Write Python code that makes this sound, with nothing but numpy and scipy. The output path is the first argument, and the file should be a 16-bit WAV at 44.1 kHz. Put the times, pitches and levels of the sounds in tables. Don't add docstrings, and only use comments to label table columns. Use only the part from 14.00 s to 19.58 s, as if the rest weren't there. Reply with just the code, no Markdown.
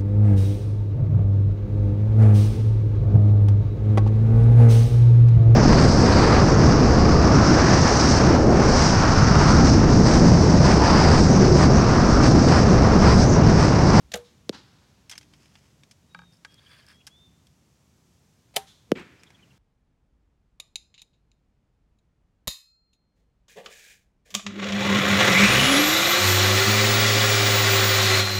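import sys
import numpy as np
from scipy import signal
from scipy.fft import rfft, irfft, next_fast_len
from scipy.io import wavfile
from scipy.ndimage import map_coordinates

SR = 44100
rng = np.random.default_rng(int(sys.argv[2]) if len(sys.argv) > 2 else 0)


def persist_wave(psi):
    counts = np.round(np.clip(psi, -1, 1) * 32767).astype(np.int16)
    wavfile.write(sys.argv[1], SR, np.atleast_2d(counts).T)


N = 246078
T = np.arange(N) / SR

# frequency in Hz, density in dB.
THUMP_SPECTRUM = [(20, -56), (50, -24), (85, -28), (140, -10), (205, 0.5), (280, 0), (370, 1), (470, 1),
                  (600, -8), (800, -22), (1200, -49), (2500, -96.5)]


def amp(db):
    return 10 ** (np.asarray(db) / 20)


def unit(x):
    return x / np.sqrt(np.mean(x ** 2) + 1e-20)


def along(points, hz):
    knots_hz, values = np.transpose(points)
    return np.interp(np.log(hz + 1), np.log(knots_hz), values)


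def filtered(x, response):
    size = next_fast_len(len(x) + 8192)
    return irfft(rfft(x, size) * response(np.fft.rfftfreq(size, 1 / SR)), size)[:len(x)]


def noise(spectrum, size=N, tilt_db=0):
    def response(hz):
        return amp(along(spectrum, hz) + tilt_db * np.log2(np.maximum(hz, 500) / 4000))
    return unit(filtered(rng.standard_normal(size), response))


def wobble(rate_hz):
    return map_coordinates(rng.standard_normal(int(N * rate_hz / SR) + 4), [T * rate_hz])


def fade(t, t60_s):
    return np.exp(-np.log(1000) * np.maximum(t, 0) / t60_s)


def onset(t, rise_s):
    return 1 - np.exp(-t / rise_s)


def swell(start_s, length_s, attack_s, release_s):
    return np.clip(np.minimum((T - start_s) / attack_s, (start_s + length_s - T) / release_s), 0, 1)


def add(out, start_s, x):
    start = round(start_s * SR)
    out[start:start + len(x)] += x[:N - start]


def ring(modes, rise_s, scatter_db, tilt_db=0):
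    t = T[:SR]
    tones = np.zeros(SR)
    for k, (hz, db, t60_s) in enumerate(modes):
        gain = amp(db + scatter_db * rng.standard_normal() + tilt_db * np.log2(hz / modes[0][0]))
        tones += (-1) ** k * gain * fade(t, t60_s) * np.sin(2 * np.pi * hz * t)
    return tones * onset(t, rise_s)


def air():
    # frequency in Hz, density in dB.
    wind_spectrum = [(15, -80), (25, -31.5), (70, -3), (108, -5.5), (134, -3), (242, -10.5), (270, -13.5),
                     (439, -20), (516, -21.5), (775, -27), (936, -27.5), (1330, -31), (1790, -33),
                     (5570, -29.5), (16000, -46)]
    insect_spectrum = [(2500, -27), (4000, -10), (5800, -0.5), (7600, -3), (8400, -7), (12000, -11),
                       (16000, -16)]
    # time in seconds, relative strength in dB.
    breeze = [(0, -60), (.6, -60.5), (2.0, -62.5), (2.5, -63), (3.0, -62.5), (3.7, -64.5), (4.7, -63.5),
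              (5.58, -61)]
    strength_db = np.interp(T, *np.transpose(breeze))
    gust_db = strength_db - strength_db.mean()
    split_hz, leaves_top_hz = 480, 3500
    low = filtered(noise(wind_spectrum), lambda hz: 1 / np.sqrt(1 + (hz / split_hz) ** 8))
    high = filtered(noise(wind_spectrum), lambda hz:
                    (1 - 1 / (1 + (hz / split_hz) ** 4)) / np.sqrt(1 + (hz / leaves_top_hz) ** 4))
    rumble = amp(-62 + gust_db + 0.9 * wobble(7.2)) * unit(low)
    leaves = amp(-70 + 1.07 * gust_db) * unit(high)
    insects = amp(-73.5 + 0.3 * wobble(3.4)) * noise(insect_spectrum)
    return rumble + leaves + insects


def whistling_bird():
    # start and length in seconds, first and held pitch in Hz, relative level in dB.
    whistles = [(2.088, 0.252, 3880, 3734, -62), (2.466, 0.15, 3210, 3310, -59.5),
                (2.645, .125, 3240, 3420, -58.5), (2.917, 0.12, 3185, 3335, -59),
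                (3.095, 0.2, 3230, 3605, -56.5), (4.665, 0.081, 3520, 3580, -61)]
    sag_hz_per_s, waver = 790, 0.00505
    out = np.zeros(N)
    for start_s, length_s, first_hz, held_hz, db in whistles:
        glide_s = 0.6 * length_s
        glide = np.sin(np.pi / 2 * np.clip((T - start_s) / glide_s, 0, 1))
        sag_hz = sag_hz_per_s * np.clip(T - start_s - glide_s, 0, length_s)
        pitch_hz = first_hz + (held_hz - first_hz) * glide - sag_hz
        level = swell(start_s, length_s, 0.023, 0.026) * amp(db - 3.5 + 1.1 * wobble(50))
        out += level * np.sin(2 * np.pi * np.cumsum(pitch_hz * (1 + waver * wobble(80))) / SR)
    wood = fade(T[:SR], t60_s=0.97) * rng.standard_normal(SR)
    return out + amp(-10) * signal.fftconvolve(out, wood / np.linalg.norm(wood))[:N]


def chirping_bird():
    # centre in seconds, pitch in Hz, relative level in dB.
    chirps = [(2.59, 3490, -57.5), (2.668, 3270, -57), (2.83, 3000, -63), (3.013, 2820, -62),
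              (5.203, 5050, -65), (5.274, 3360, -60), (5.353, 3280, -60), (5.398, 2320, -65),
              (5.433, 3050, -59), (5.514, 2770, -63.5)]
    sigma_s = 0.0065
    husk = 1 + 0.06 * wobble(600)
    out = np.zeros(N)
    for centre_s, hz, db in chirps:
        sigmas = np.clip((T - centre_s) / sigma_s, -5, 5)
        pitch_hz = hz * husk * (1 - 0.012 * sigmas)
        out += amp(db + 3.5) * np.exp(-sigmas ** 2 / 2) * np.sin(2 * np.pi * np.cumsum(pitch_hz) / SR)
    return out


def field(x):
    # lower and upper band edge in Hz, tree echo in dB.
    bands = [(397, 1200, -42.5), (1230, 2900, -32.5), (3110, 4150, -23.5), (4220, 6900, -26.5),
             (6700, 12000, -35)]
    t = T[:SR]
    grass_decay = fade(t, 0.29) ** 2
    grass_power = amp(-20.5) ** 2 * grass_decay / grass_decay.sum()
    tree_decay = (fade(t, 0.51) * onset(t, 0.0046)) ** 2
    tree_power, out = np.zeros(N), np.zeros(N)
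    add(tree_power, 0.1, tree_decay / tree_decay.sum())
    for low_hz, high_hz, echo_db in bands:
        band = signal.butter(2, [low_hz, high_hz], "band", fs=SR, output="sos")
        power_response = grass_power + amp(echo_db) ** 2 * tree_power[:SR]
        scattered = signal.fftconvolve(signal.sosfilt(band, x) ** 2, power_response)[:N]
        out += np.sqrt(np.abs(scattered)) * unit(signal.sosfilt(band, rng.standard_normal(N)))
    return out


def slips(spectrum):
    return unit(noise(spectrum) * amp(3.4 * wobble(350) + 1.9 * wobble(45)))


def rubbing():
    # frequency in Hz, density in dB.
    rub_spectra = [
        [(350, -45), (600, -15), (1330, -10.5), (3190, -7.5), (3950, -18), (5110, -5), (5610, -12),
         (6420, -11.5), (15000, -34)],
        [(350, -18), (600, -9), (765, -22), (1030, -8), (1380, -8), (1500, -20), (1670, -4.5), (2250, -6.5),
         (3020, -7), (3320, -9), (3950, -16), (4650, -4.5), (6600, -44), (8870, -20.5), (15000, -44)],
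    ]
    rim_spectrum = [(2500, -24), (4200, -13), (4700, 2), (5300, 7.5), (6200, -16), (8000, -5), (9100, -8),
                    (11000, -12), (15000, -26)]
    # centre and half-width in seconds, relative shaft and rim levels in dB.
    pulls = [(2.342, 0.019, -72, -66), (2.522, 0.018, -63, -68.5), (2.60, 0.034, -64.5, -81),
             (2.743, 0.065, -54.5, -68.5), (2.907, 0.026, -55.5, -59.5)]
    # frequency and bandwidth in Hz, gain in dB.
    shaft_modes = [(1634, 110, 5), (2390, 96, -3), (3330, 240, -2.5), (3640, 18, -3), (4620, 83, -4),
                   (5000, 55, -12), (8800, 110, -11)]

    def shaft_response(f):
        return sum(amp(db) * 1j * f * width_hz / (hz * hz - f * f + 1j * f * width_hz)
                   for hz, width_hz, db in shaft_modes)

    cloth_spectrum, scrape_spectrum = rub_spectra
    shaft_level, rim_level = np.zeros(N), np.zeros(N)
    for centre_s, width_s, shaft_db, rim_db in pulls:
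        speed = np.exp(-((T - centre_s) / width_s) ** 2 / 2)
        shaft_level += amp(shaft_db) * speed
        rim_level += amp(rim_db) * speed
    singing = unit(filtered(rng.standard_normal(N) * amp(2.4 * wobble(200)), shaft_response))
    sleeve = amp(-67) * swell(1.28, 0.46, attack_s=0.1, release_s=0.075) * slips(cloth_spectrum)
    shaft = shaft_level * (amp(-3) * slips(scrape_spectrum) + amp(-5.5) * singing)
    rim = rim_level * unit(noise(rim_spectrum) * amp(7.3 * wobble(300)))
    return sleeve + shaft + rim


def arrow_rattle():
    # frequency in Hz, density in dB.
    shaft_spectrum = [(400, -27.5), (850, -12.5), (1350, -10.5), (1700, -5.5), (2200, -1), (3200, -2),
                      (4100, -4), (5200, 1), (7000, -4.5), (9500, -9), (13000, -18.5), (16000, -29)]
    # start in seconds, relative level in dB, ring in Hz, tilt in dB/octave, t60 in seconds.
    clicks = [(1.0957, -32.5, 5330, 0.7, 0.049), (1.1127, -30, 6130, -0.2, 0.038),
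              (1.1233, -32.5, 3320, -4.5, 0.031), (1.1339, -37, 3210, -6, .04),
              (1.1537, -41.5, 6260, -5.5, 0.065), (1.1785, -28, 5320, 0.4, .026),
              (1.211, -44, 3220, -3.5, 0.042), (1.229, -46.5, 2460, -4, .022),
              (1.3363, -41.5, 3000, -4, .022), (1.457, -46.5, 5200, -3.5, 0.023),
              (1.5536, -40, 3400, -6.5, 0.023), (1.8345, -41, 3640, -3.5, 0.019),
              (1.911, -42, 5240, -1, 0.042), (2.448, -31, 1780, -5, 0.019), (3.0679, -32, 5010, 2, 0.022),
              (3.0718, -35, 1630, -0.5, .04), (3.469, -47.5, 3280, 0.5, 0.019),
              (4.9952, -42, 2440, 0, 0.019), (5.2341, -36, 2540, -1.5, 0.013),
              (5.3037, -41, 2230, -5.5, 0.017)]
    # start in seconds, relative level in dB, tilt in dB/octave, number of contacts.
    knocks = [(1.115, -46, -3.5, 1), (2.147, -34.5, -2, 4), (2.449, -48.5, 4, 1), (3.071, -47, -2, 1)]
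    # frequency in Hz, relative level in dB, t60 in seconds.
    riser_modes = [(508, -24, 0.074), (840, -9.5, 0.063), (930, -14, 0.1), (1120, -5, 0.038),
                   (1270, -8, 0.08), (1522, 4, 0.026), (1637, 0.5, 0.053), (2346, -1.5, 0.026),
                   (3210, 1.5, 0.01), (4550, 2.5, 0.013)]
    # start in seconds, frequency in Hz, level in dB, t60 in seconds.
    hums = [(.045, 65, -42, 0.11), (1.179, 298, -64, 2.1), (2.15, 174.7, -50, 0.82)]
    rebound_s, first_flight_s, flight_ratio = 0.006, 0.043, 0.635
    out, t = np.zeros(N), T[:SR // 8]
    for start_s, db, hz, tilt_db, t60_s in clicks:
        contact = fade(t, t60_s) * onset(t, 0.00036)
        tone = amp(-2) * np.sin(2 * np.pi * hz * t)
        add(out, start_s, amp(db - 5.5) * contact * (noise(shaft_spectrum, len(t), tilt_db) + tone))
        add(out, start_s + rebound_s, amp(db - 15.5) * contact * noise(shaft_spectrum, len(t), tilt_db))
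    for start_s, db, tilt_db, contacts in knocks:
        for k in range(round(contacts)):
            at_s = start_s + first_flight_s * (1 - flight_ratio ** k) / (1 - flight_ratio)
            blow_db, slope_db = db - 4.5 * k, tilt_db - 1.7 * k
            riser = ring(riser_modes, rise_s=0.0006, scatter_db=1.5, tilt_db=slope_db)
            tick = fade(t, 0.015) * noise(shaft_spectrum, len(t), slope_db - 2.5)
            add(out, at_s, amp(blow_db) * riser)
            add(out, at_s, amp(blow_db - 11) * tick)
    for start_s, hz, db, t60_s in hums:
        add(out, start_s, ring([(hz, db, t60_s)], rise_s=0.0028, scatter_db=0.8))
    return out


def crack(spectrum, size=2048):
    cepstrum = irfft(np.log(amp(along(spectrum, np.fft.rfftfreq(size, 1 / SR)))))
    cepstrum[1:size // 2] *= 2
    cepstrum[size // 2 + 1:] = 0
    spike = irfft(np.exp(rfft(cepstrum)))
    return spike / np.abs(spike).max()


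def thump(lead_s, size=8192):
    # frequency in Hz, delay in seconds.
    ground_lag = [(100, 0.0119), (170, 0.0092), (240, 0.0048), (340, 0.0035), (480, 0.0038), (700, 0.00092)]
    hz = np.fft.rfftfreq(size, 1 / SR)
    phase = 2 * np.pi * np.cumsum(lead_s + along(ground_lag, hz)) * SR / size
    wave = irfft(amp(along(THUMP_SPECTRUM, hz)) * np.exp(-1j * phase))
    return wave / np.abs(wave).max()


def tree_echo(spectrum, t):
    edge = fade(t - 0.035, 0.27) * noise(spectrum, len(t)) * amp(1.7 * wobble(128)[:len(t)])
    foliage = filtered(noise(spectrum, len(t)), lambda hz: hz / np.hypot(hz, 450))
    wood = amp(-11) * fade(t, 1.82) * foliage
    return onset(t, 0.0045) * (edge + wood)


def target():
    # time in seconds, crack, thump and echo levels in dB, echo delay in seconds.
    impacts = [(.4939, -11, -17, -46, .0305), (4.9179, -8.5, -6.5, -39, .033)]
    # frequency in Hz, density in dB.
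    crack_spectra = [
        [(500, -12.5), (1000, -4), (2400, -7), (3700, 2.5), (4700, 2), (7000, -11.5), (12000, -21.5),
         (16000, -31)],
        [(500, -1.5), (1100, 5.5), (1900, 3.5), (2400, -3), (3000, 1), (4000, -11), (5500, -7), (8000, -19.5),
         (11000, -18), (16000, -35)],
    ]
    echo_spectra = [
        [(76, -46), (130, -5), (294, 0), (403, -9.5), (600, -15), (676, -23), (825, -7), (1110, -10.5),
         (1440, -7), (2230, -15.5), (3880, -10), (4830, -11.5), (15000, -49)],
        [(76, -18.5), (130, -7), (193, 1.5), (380, -3.5), (600, -15.5), (718, -16), (1160, -15), (1470, -12),
         (2410, -12), (6380, -34), (7940, -34.5), (8950, -46.5), (15000, -51)],
    ]
    lead_s = 0.04
    out, t = np.zeros(N), T[:2 * SR]
    for impact, crack_spectrum, echo_spectrum in zip(impacts, crack_spectra, echo_spectra):
        hit_s, crack_db, thump_db, echo_db, delay_s = impact
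        burrow = fade(t, 0.023) * noise(crack_spectrum, len(t))
        turf = fade(t, 0.1) * onset(t, 0.0052) * noise(THUMP_SPECTRUM, len(t))
        add(out, hit_s, amp(crack_db) * crack(crack_spectrum))
        add(out, hit_s, amp(crack_db - 25.5) * burrow)
        add(out, hit_s - lead_s, amp(thump_db) * thump(lead_s))
        add(out, hit_s + 0.00345, amp(thump_db - 27) * turf)
        add(out, hit_s + delay_s, amp(echo_db) * tree_echo(echo_spectrum, t))
    return out


def release(contacts, spectrum, modes, ring_start_s, ring_rise_s):
    out = np.zeros(N)
    t = T[:SR // 4] - 0.03
    for peak_s, db, rise_s, t60_s, tilt_db in contacts:
        force = np.exp(np.minimum(t, 0) / rise_s) * fade(t, t60_s)
        add(out, peak_s + t[0], amp(db) * force * noise(spectrum, len(t), tilt_db))
    add(out, ring_start_s, ring(modes, ring_rise_s, scatter_db=1.17))
    return out


def bows():
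    # peak time in seconds, level in dB, rise and t60 in seconds, tilt in dB/octave.
    contacts_a = [(.1195, -35.5, 0.001, 0.037, -1), (.1408, -21, 0.002, 0.027, -1.5),
                  (.144, -32.5, 0.0015, 0.13, -6), (.1562, -38, .0004, 0.044, 10),
                  (.1735, -41.5, .0004, 0.02, 6)]
    contacts_b = [(4.542, -51, 0.0017, 0.06, -1.5), (4.560, -40, 0.0023, .02, -1.5),
                  (4.5627, -20.5, 0.00011, 0.052, 5), (4.5672, -18, 0.00087, 0.026, -1.5),
                  (4.5802, -55, .0015, .025, 3)]
    # frequency in Hz, density in dB.
    clack_a = [(240, -34), (400, -16.5), (676, -4.5), (960, -23.5), (1300, -10.5), (2500, -11), (3400, -4),
               (5000, -12), (7000, -8.5), (8000, -18), (12700, -22.5), (16000, -34)]
    clack_b = [(240, -30), (400, -22), (719, -3.5), (906, -8), (1130, -31), (1290, -11), (1490, -25),
               (2050, -7.5), (2800, -12), (3070, -11), (3310, -11.5), (4510, -12.5), (5870, -18.5),
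               (10700, -21), (16000, -35)]
    # frequency in Hz, level in dB, t60 in seconds.
    modes_a = [(70, -35.5, 0.135), (195, -23, 0.055), (411, -33, 0.13), (481, -30, 0.24), (593, -37, 0.13),
               (646, -25, .07), (730, -36, 0.075), (844, -33, 0.07), (1236, -32, 0.069)]
    modes_b = [(135, -41, 0.071), (215, -43.5, 0.086), (418, -35.5, 0.13), (570, -24, 0.028),
               (636, -22, 0.041), (696, -17, 0.038), (781, -29, 0.16), (935, -33.5, 0.11),
               (1740, -32, 0.053), (2145, -24.5, 0.023), (3070, -9.5, 0.019), (3585, -51, 0.051),
               (7070, -37, 0.057), (10060, -27, 0.033)]
    first = release(contacts_a, clack_a, modes_a, ring_start_s=0.1415, ring_rise_s=0.011)
    second = release(contacts_b, clack_b, modes_b, ring_start_s=4.5655, ring_rise_s=0.0012)
    return first + second


def scene():
    near = bows() + arrow_rattle() + rubbing() + whistling_bird() + chirping_bird()
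    return (near + field(near) + target() + air())[None]


def record(dry):
    low_hz, top_hz, edge_hz = 36, 16000, 300
    thin = signal.sosfilt(signal.butter(2, low_hz, "high", fs=SR, output="sos"), dry)
    return np.array([filtered(x, lambda hz: np.clip((top_hz - hz) / edge_hz + 0.5, 0, 1)) for x in thin])


dry = scene()
out = record(dry)
persist_wave(out)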